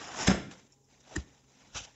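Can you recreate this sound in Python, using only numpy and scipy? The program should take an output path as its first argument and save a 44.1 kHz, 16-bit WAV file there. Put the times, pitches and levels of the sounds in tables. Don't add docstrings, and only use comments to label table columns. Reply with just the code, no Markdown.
import sys
import numpy as np
from scipy import signal
from scipy.fft import rfft, irfft, next_fast_len
from scipy.io import wavfile
from scipy.ndimage import uniform_filter1d

SR = 44100
rng = np.random.default_rng(int(sys.argv[2]) if len(sys.argv) > 2 else 0)


def dump_mix(stems):
    frames = np.atleast_2d(stems).T
    limited = np.clip(frames, -1, 1)
    pcm = np.round(limited * 32767).astype(np.int16)
    wavfile.write(sys.argv[1], SR, pcm)


N = 85995
T = np.arange(N) / SR


def amp(db):
    return 10 ** (np.asarray(db) / 20)


def unit(x):
    return x / np.sqrt(np.mean(x ** 2) + 1e-20)


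def along(points, hz):
    f, v = np.transpose(points)
    return np.interp(np.log(hz + 1), np.log(f + 1), v)


def curve(rows):
    return np.interp(T, *np.transpose(rows))


def filtered(x, response):
    size = next_fast_len(N + SR // 2)
    spectrum = rfft(x, size)
    return irfft(spectrum * response(np.fft.rfftfreq(size, 1 / SR)), size)[:N]


PATCH_DB, CATCH_DB = 2.5, 1.5


def uneven(x):
    z = signal.stft(x, nperseg=256)[2]
    across_bands = uniform_filter1d(rng.standard_normal(z.shape), size=3, axis=0)
    patches = uniform_filter1d(across_bands, size=6, axis=1)
    catches = uniform_filter1d(rng.standard_normal(z.shape[1]), size=3)
    gain = amp(PATCH_DB * unit(patches) + CATCH_DB * unit(catches))
    return signal.istft(z * gain, nperseg=256)[1][:N]


def friction(colour, slips_per_s, grainy, tilt_db=0):
    slips = (rng.random(N) < slips_per_s / SR) * rng.uniform(-0.95, 1, N)
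    share = np.clip(grainy, 0, 1)
    drive = np.sqrt(share) * unit(slips) + np.sqrt(1 - share) * rng.standard_normal(N)

    def response(hz):
        octaves = np.log2(np.maximum(hz, colour[1][0]))
        return amp(along(colour, hz) + tilt_db * octaves)

    return unit(filtered(uneven(drive), response))


def swell(s, attack, t60):
    rise = np.exp(np.minimum(T - s, 0) / attack)
    fall = 1e-3 ** (np.maximum(T - s, 0) / t60)
    return rise * fall


def strokes(rows, colour, slips_per_s, grainy):
    total = np.zeros(N)
    for s, db, attack, t60, tilt in rows:
        total += amp(db) * swell(s, attack, t60) * friction(colour, slips_per_s, grainy, tilt)
    return total


def ring(s, modes, attack_s):
    t = np.maximum(T - s, 0)
    tones = sum(amp(db - 60 * t / t60) * np.sin(2 * np.pi * hz * t) for hz, db, t60 in modes)
    return (1 - np.exp(-t / attack_s)) * tones


# (frequency [Hz], relative level [dB])
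AIR_COLOUR = [(15, -50), (25, -2), (139, -6.5), (164, -21), (254, -4), (339, -14), (411, -7), (751, -29.5),
              (828, -12.5), (890, -38.5), (1110, -58), (7260, -19.5), (8000, -26), (10400, -62.5),
              (17600, -120)]
# (frequency [Hz], rms level [dB])
HUM_TONES = [(134, -74.5), (264, -86), (813, -87)]
AIR_DB = -70.5


def background():
    air = unit(filtered(rng.standard_normal(N), lambda hz: amp(along(AIR_COLOUR, hz))))
    hum = sum(amp(db) * np.sqrt(2) * np.sin(2 * np.pi * (hz * T + rng.random())) for hz, db in HUM_TONES)
    return amp(AIR_DB) * air + hum


# (frequency [Hz], 60 dB decay time [s])
KITCHEN_T60 = [(60, .45), (200, 0.52), (1000, 0.42), (2500, 0.51), (5000, 0.4), (8000, 0.35)]
TAIL_CYCLE_S = .09


def kitchen(x, wet_db, delay_s=0.0057, count=3):
    hz, t, z = signal.stft(rng.standard_normal((count, SR)), SR, nperseg=256)
    decay = amp(-60 * t / along(KITCHEN_T60, hz)[:, None])
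    tails = signal.istft(z * decay, SR, nperseg=256)[1]
    tails *= 1 - np.exp(-(np.arange(tails.shape[1]) / SR / delay_s) ** 2)
    turns = T / TAIL_CYCLE_S - np.arange(count)[:, None] / count
    shares = np.maximum(np.cos(2 * np.pi * turns), 0)
    sends = x * shares / np.linalg.norm(shares, axis=0)
    wet = signal.fftconvolve(sends, tails / np.linalg.norm(tails[0]), axes=1).sum(0)[:N]
    return x + amp(wet_db) * wet


# (time [s], level [dB])
RUSTLE_LEVEL = [(.6, -66.5), (.86, -84.5), (.91, -65.5), (1.03, -66.5), (1.1, -58.5), (1.2, -56.5),
                (1.25, -67.5), (1.35, -66.5), (1.45, -73), (1.52, -67), (1.63, -62.5), (1.71, -66),
                (1.87, -59), (1.95, -69)]
# (frequency [Hz], relative level [dB])
CLOTH_COLOUR = [(120, -24), (200, 1.5), (371, -11.5), (505, -7), (571, -8), (922, -6.5), (1130, -11.5),
                (4590, -11.5), (6060, -9), (8000, -18.5), (10400, -51.5), (17600, -120)]


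def rustle():
    return amp(curve(RUSTLE_LEVEL)) * friction(CLOTH_COLOUR, slips_per_s=1000, grainy=0.21)


# (time [s], level [dB], attack [s], 60 dB decay [s], tilt [dB per octave])
FINGER_TOUCHES = [(.514, -47, .004, 0.14, -2.5), (.529, -54, 0.011, 0.049, -4),
                  (.555, -58.5, 0.0041, 0.057, -5), (.594, -58.5, 0.012, 0.15, -1.5),
                  (.667, -60, 0.0053, 0.049, 2.5), (1.006, -51.5, .003, .04, 4),
                  (1.0745, -52.5, 0.00071, .035, -6), (1.114, -55, 0.004, 0.052, -3.5)]
# (frequency [Hz], relative level [dB])
FINGER_COLOUR = [(100, -15.5), (300, -6), (800, 3.5), (1300, 0.5), (3500, 2.5), (6000, 5), (8000, 2.5)]


def touches():
    return strokes(FINGER_TOUCHES, FINGER_COLOUR, slips_per_s=3600, grainy=.5)


# (time [s], level [dB], attack [s], 60 dB decay [s], tilt [dB per octave])
FOAM_SQUEAKS = [(.722, -60.5, 0.0017, .06, -3), (.737, -64, .004, .06, 9), (.85, -70, .01, 0.092, -11)]
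# (frequency [Hz], relative level [dB])
FOAM_SQUEAK_COLOUR = [(1000, -24), (4500, -22), (5500, 4), (6300, -6), (7200, -1.5), (8000, -18.5)]


def squeaks():
    return strokes(FOAM_SQUEAKS, FOAM_SQUEAK_COLOUR, slips_per_s=1100, grainy=0.36)


# (time [s], level [dB], attack [s], 60 dB decay [s], tilt [dB per octave])
SHIRT_RUBS = [(1.13, -52.5, 0.013, .2, -1), (1.16, -44.5, 0.0049, 0.14, -2), (1.205, -60, .025, 0.055, -1),
              (1.7505, -37, 0.0033, .1, 0.5), (1.768, -37, 0.011, 0.076, 1),
              (1.779, -35, 0.016, 0.11, 2.55), (1.801, -47.5, .004, 0.16, 0.5),
              (1.82, -48.5, 0.0064, 0.12, 2), (1.84, -43.5, .005, .07, 3.5), (1.85, -43.5, .004, 0.035, 3)]
# (frequency [Hz], relative level [dB])
SHIRT_RUB_COLOUR = [(50, -14), (100, -4), (200, -5), (450, -4), (750, -1), (1050, -5), (1500, -1),
                    (1900, -9), (2400, -5), (3000, -1), (4200, -7), (5000, -5), (5800, -2.5), (6700, -5.5),
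                    (7400, -12.5), (8000, -14.5)]


def rubs():
    return strokes(SHIRT_RUBS, SHIRT_RUB_COLOUR, slips_per_s=1500, grainy=0.43)


# (time [s], level [dB])
FOAM_PUSHES = [(1.753, -36.5), (1.81, -45)]
# (frequency [Hz], relative level [dB], 60 dB decay [s])
PUSH_MODES = [(58, -4.5, 0.14), (87, 2, 0.067)]


def pushes():
    return sum(amp(db) * ring(s, PUSH_MODES, attack_s=0.0052) for s, db in FOAM_PUSHES)


# (time [s], resonance [Hz], level [dB])
GAP_GLIDE = [(1.031, 950, -89.5), (1.076, 855, -66.5), (1.104, 781, -64), (1.116, 698, -50.5),
             (1.135, 582.7, -60.5), (1.15, 449, -57), (1.166, 319.4, -53), (1.191, 278.5, -56.5),
             (1.27, 282, -65), (1.4, 278.3, -91.5)]
GAP_WIDTH_HZ = 170


def gap_noise():
    return unit(filtered(rng.standard_normal(N), lambda hz: 1 / (1 + (hz / GAP_WIDTH_HZ) ** 2)))


def air_gap():
    s, pitch, level = np.transpose(GAP_GLIDE)
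    phase = 2 * np.pi * np.cumsum(np.interp(T, s, pitch)) / SR
    band = gap_noise() * np.cos(phase) + gap_noise() * np.sin(phase)
    return amp(np.interp(T, s, level)) * band


# (frequency [Hz], relative level [dB])
CHEST_COLOUR = [(180, -5.5), (300, 2), (620, -18), (900, 1.5), (1150, -26), (1400, -6.5), (1600, -4),
                (1880, 8), (2200, -17.5), (2600, -5), (3200, -23), (3850, -9), (4550, -13), (5000, -2),
                (5450, -30), (6100, -8), (6700, -9.5), (7200, -8), (8000, -12.5)]
# (frequency [Hz], relative level [dB], 60 dB decay [s], delay [s])
THUMP_MODES = [(68.4, 3, 0.11, 0.014), (119, -2.5, 0.08, .008), (193.6, -4, 0.096, .003),
               (307, 4, 0.057, 0), (400, -3.5, 0.054, 0.0018)]
BUMP_S, CONTACT_DB, THUMP_DB = 1.1625, -31.5, -28.5


def bump():
    burst = swell(BUMP_S + .002, attack=0.0042, t60=0.035)
    contact = amp(CONTACT_DB) * burst * friction(CHEST_COLOUR, slips_per_s=2300, grainy=0.4)
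    thump = sum(ring(BUMP_S + delay, [(hz, db, t60)], attack_s=0.004) for hz, db, t60, delay in THUMP_MODES)
    return contact + amp(THUMP_DB) * thump


# (time [s], level [dB], attack [s], 60 dB decay [s], tilt [dB per octave])
FLAP_JUDDERS = [(.458, -46, .006, .16, 1.5), (.488, -47.5, 0.0054, .14, -0.5),
                (.518, -49.5, 0.0086, .1, -6.5)]
# (frequency [Hz], relative level [dB])
FLAP_COLOUR = [(30, -31.5), (60, -19.5), (110, -17), (150, -2.5), (200, -5), (235, -15), (300, -11.5),
               (420, -26), (2000, -50.5)]


def judders():
    return strokes(FLAP_JUDDERS, FLAP_COLOUR, slips_per_s=790, grainy=0.94)


# (time [s], level [dB], pitch ratio)
BOX_KNOCKS = [(0.2843, -16.5, 1), (0.2948, -22, .99), (.315, -34.5, .8), (.345, -36, 1.15), (.364, -38, .9)]
# (frequency [Hz], relative level [dB], 60 dB decay [s])
BOX_MODES = [(48, -18.5, .3), (66.4, -8.5, 0.2), (95.8, -11, 0.095), (135, -5.5, 0.15), (154.4, -8, 0.13),
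             (193.7, 2.5, 0.087), (249, -1.5, .09), (311.6, -9, .11), (420, -18.5, 0.068),
             (570, -14, 0.091)]


def box_boom():
    boom = np.zeros(N)
    for s, db, pitch in BOX_KNOCKS:
        bent = [(hz * pitch, level, t60) for hz, level, t60 in BOX_MODES]
        boom += amp(db) * ring(s, bent, attack_s=0.0012)
    return boom


# (time [s], level [dB], attack [s], 60 dB decay [s], tilt [dB per octave])
EDGE_SNAPS = [(.2795, -18.5, 0.0065, .04, 2), (.287, -26.5, .004, 0.05, -0.5),
              (.299, -25.5, 0.0034, 0.064, -2.5), (.308, -28.5, 0.0055, 0.06, -0.5),
              (.317, -32, 0.0036, 0.063, -2), (.347, -37.5, .004, 0.063, -8)]
# (frequency [Hz], relative level [dB])
EDGE_COLOUR = [(150, -21), (330, -3.5), (700, -3.5), (900, -8), (1100, -5.5), (1800, -7), (2600, -10.5),
               (3400, -15), (3900, -14.5), (4600, -14.5), (5350, -6), (5800, -22), (6500, -6), (6900, -17),
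               (7400, -15), (8000, -16)]


def snaps():
    return strokes(EDGE_SNAPS, EDGE_COLOUR, slips_per_s=3600, grainy=0.47)


# (time [s], pull [dB])
SLIDE_PULL = [(0, -45), (.1, -45.5), (.158, -43.5), (.19, -38), (.222, -34), (.24, -35.5), (.262, -43),
              (.275, -34.5)]
# (frequency [Hz], relative level [dB])
RASP_COLOUR = [(35, -37), (60, -8.5), (216, -6), (249, -2), (343, -8.5), (439, -7.5), (489, -5.5), (762, 0),
               (1550, -5), (1920, -6.5), (2060, -13), (3050, -7.5), (4200, -14), (5460, -56), (9240, -120)]
# (frequency [Hz], relative level [dB])
HISS_COLOUR = [(60, -13), (150, -1), (330, 0.5), (550, -5), (850, 1), (1200, -11), (1700, -3.5), (2800, -6),
               (3900, -11), (4500, -4), (5300, 0.5), (6200, -1.5), (7300, -3.5), (8100, -13)]
EASY_PULL_DB = -43.5
BODY_DB, BODY_GROWS = -47.5, 0.73
HISS_DB, HISS_GROWS = -48, 1.49
RELEASE_T60_S = .02


def scrape():
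    effort_db = curve(SLIDE_PULL) - EASY_PULL_DB
    touching = amp(-60 * np.maximum(T - EDGE_SNAPS[0][0], 0) / RELEASE_T60_S)
    body = amp(BODY_DB + BODY_GROWS * effort_db) * friction(RASP_COLOUR, slips_per_s=1000, grainy=0.45)
    hiss = amp(HISS_DB + HISS_GROWS * effort_db) * friction(HISS_COLOUR, slips_per_s=1200, grainy=0.48)
    return touching * (body + hiss)


BOX_ROOM_DB, FOAM_ROOM_DB, NEAR_ROOM_DB = -13.5, -7.5, -24.5


def scene():
    foam = kitchen(scrape() + snaps(), FOAM_ROOM_DB)
    box = kitchen(box_boom() + judders(), BOX_ROOM_DB)
    handling = touches() + squeaks() + rubs() + pushes() + rustle()
    near = kitchen(bump() + air_gap() + handling, NEAR_ROOM_DB)
    return (foam + box + near + background())[None]


# (frequency [Hz], gain [dB])
TONE = [(20, -29.5), (33, -17), (47, 1.5), (4000, 1.5), (4200, -3.5), (4650, -4), (4850, -0.5), (7500, 2.5),
        (7900, -10.5), (8250, -36)]
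BAND_TOP_HZ, FLOOR_TOP_HZ = 8301, 15719
FLOOR_DB = -88


def record(dry):
    toned = filtered(dry[0], lambda hz: amp(along(TONE, hz)) * (hz < BAND_TOP_HZ))
    with_floor = toned + amp(FLOOR_DB) * rng.standard_normal(N)
    return filtered(with_floor, lambda hz: hz < FLOOR_TOP_HZ)[None]


dry = scene()
out = record(dry)
dump_mix(out)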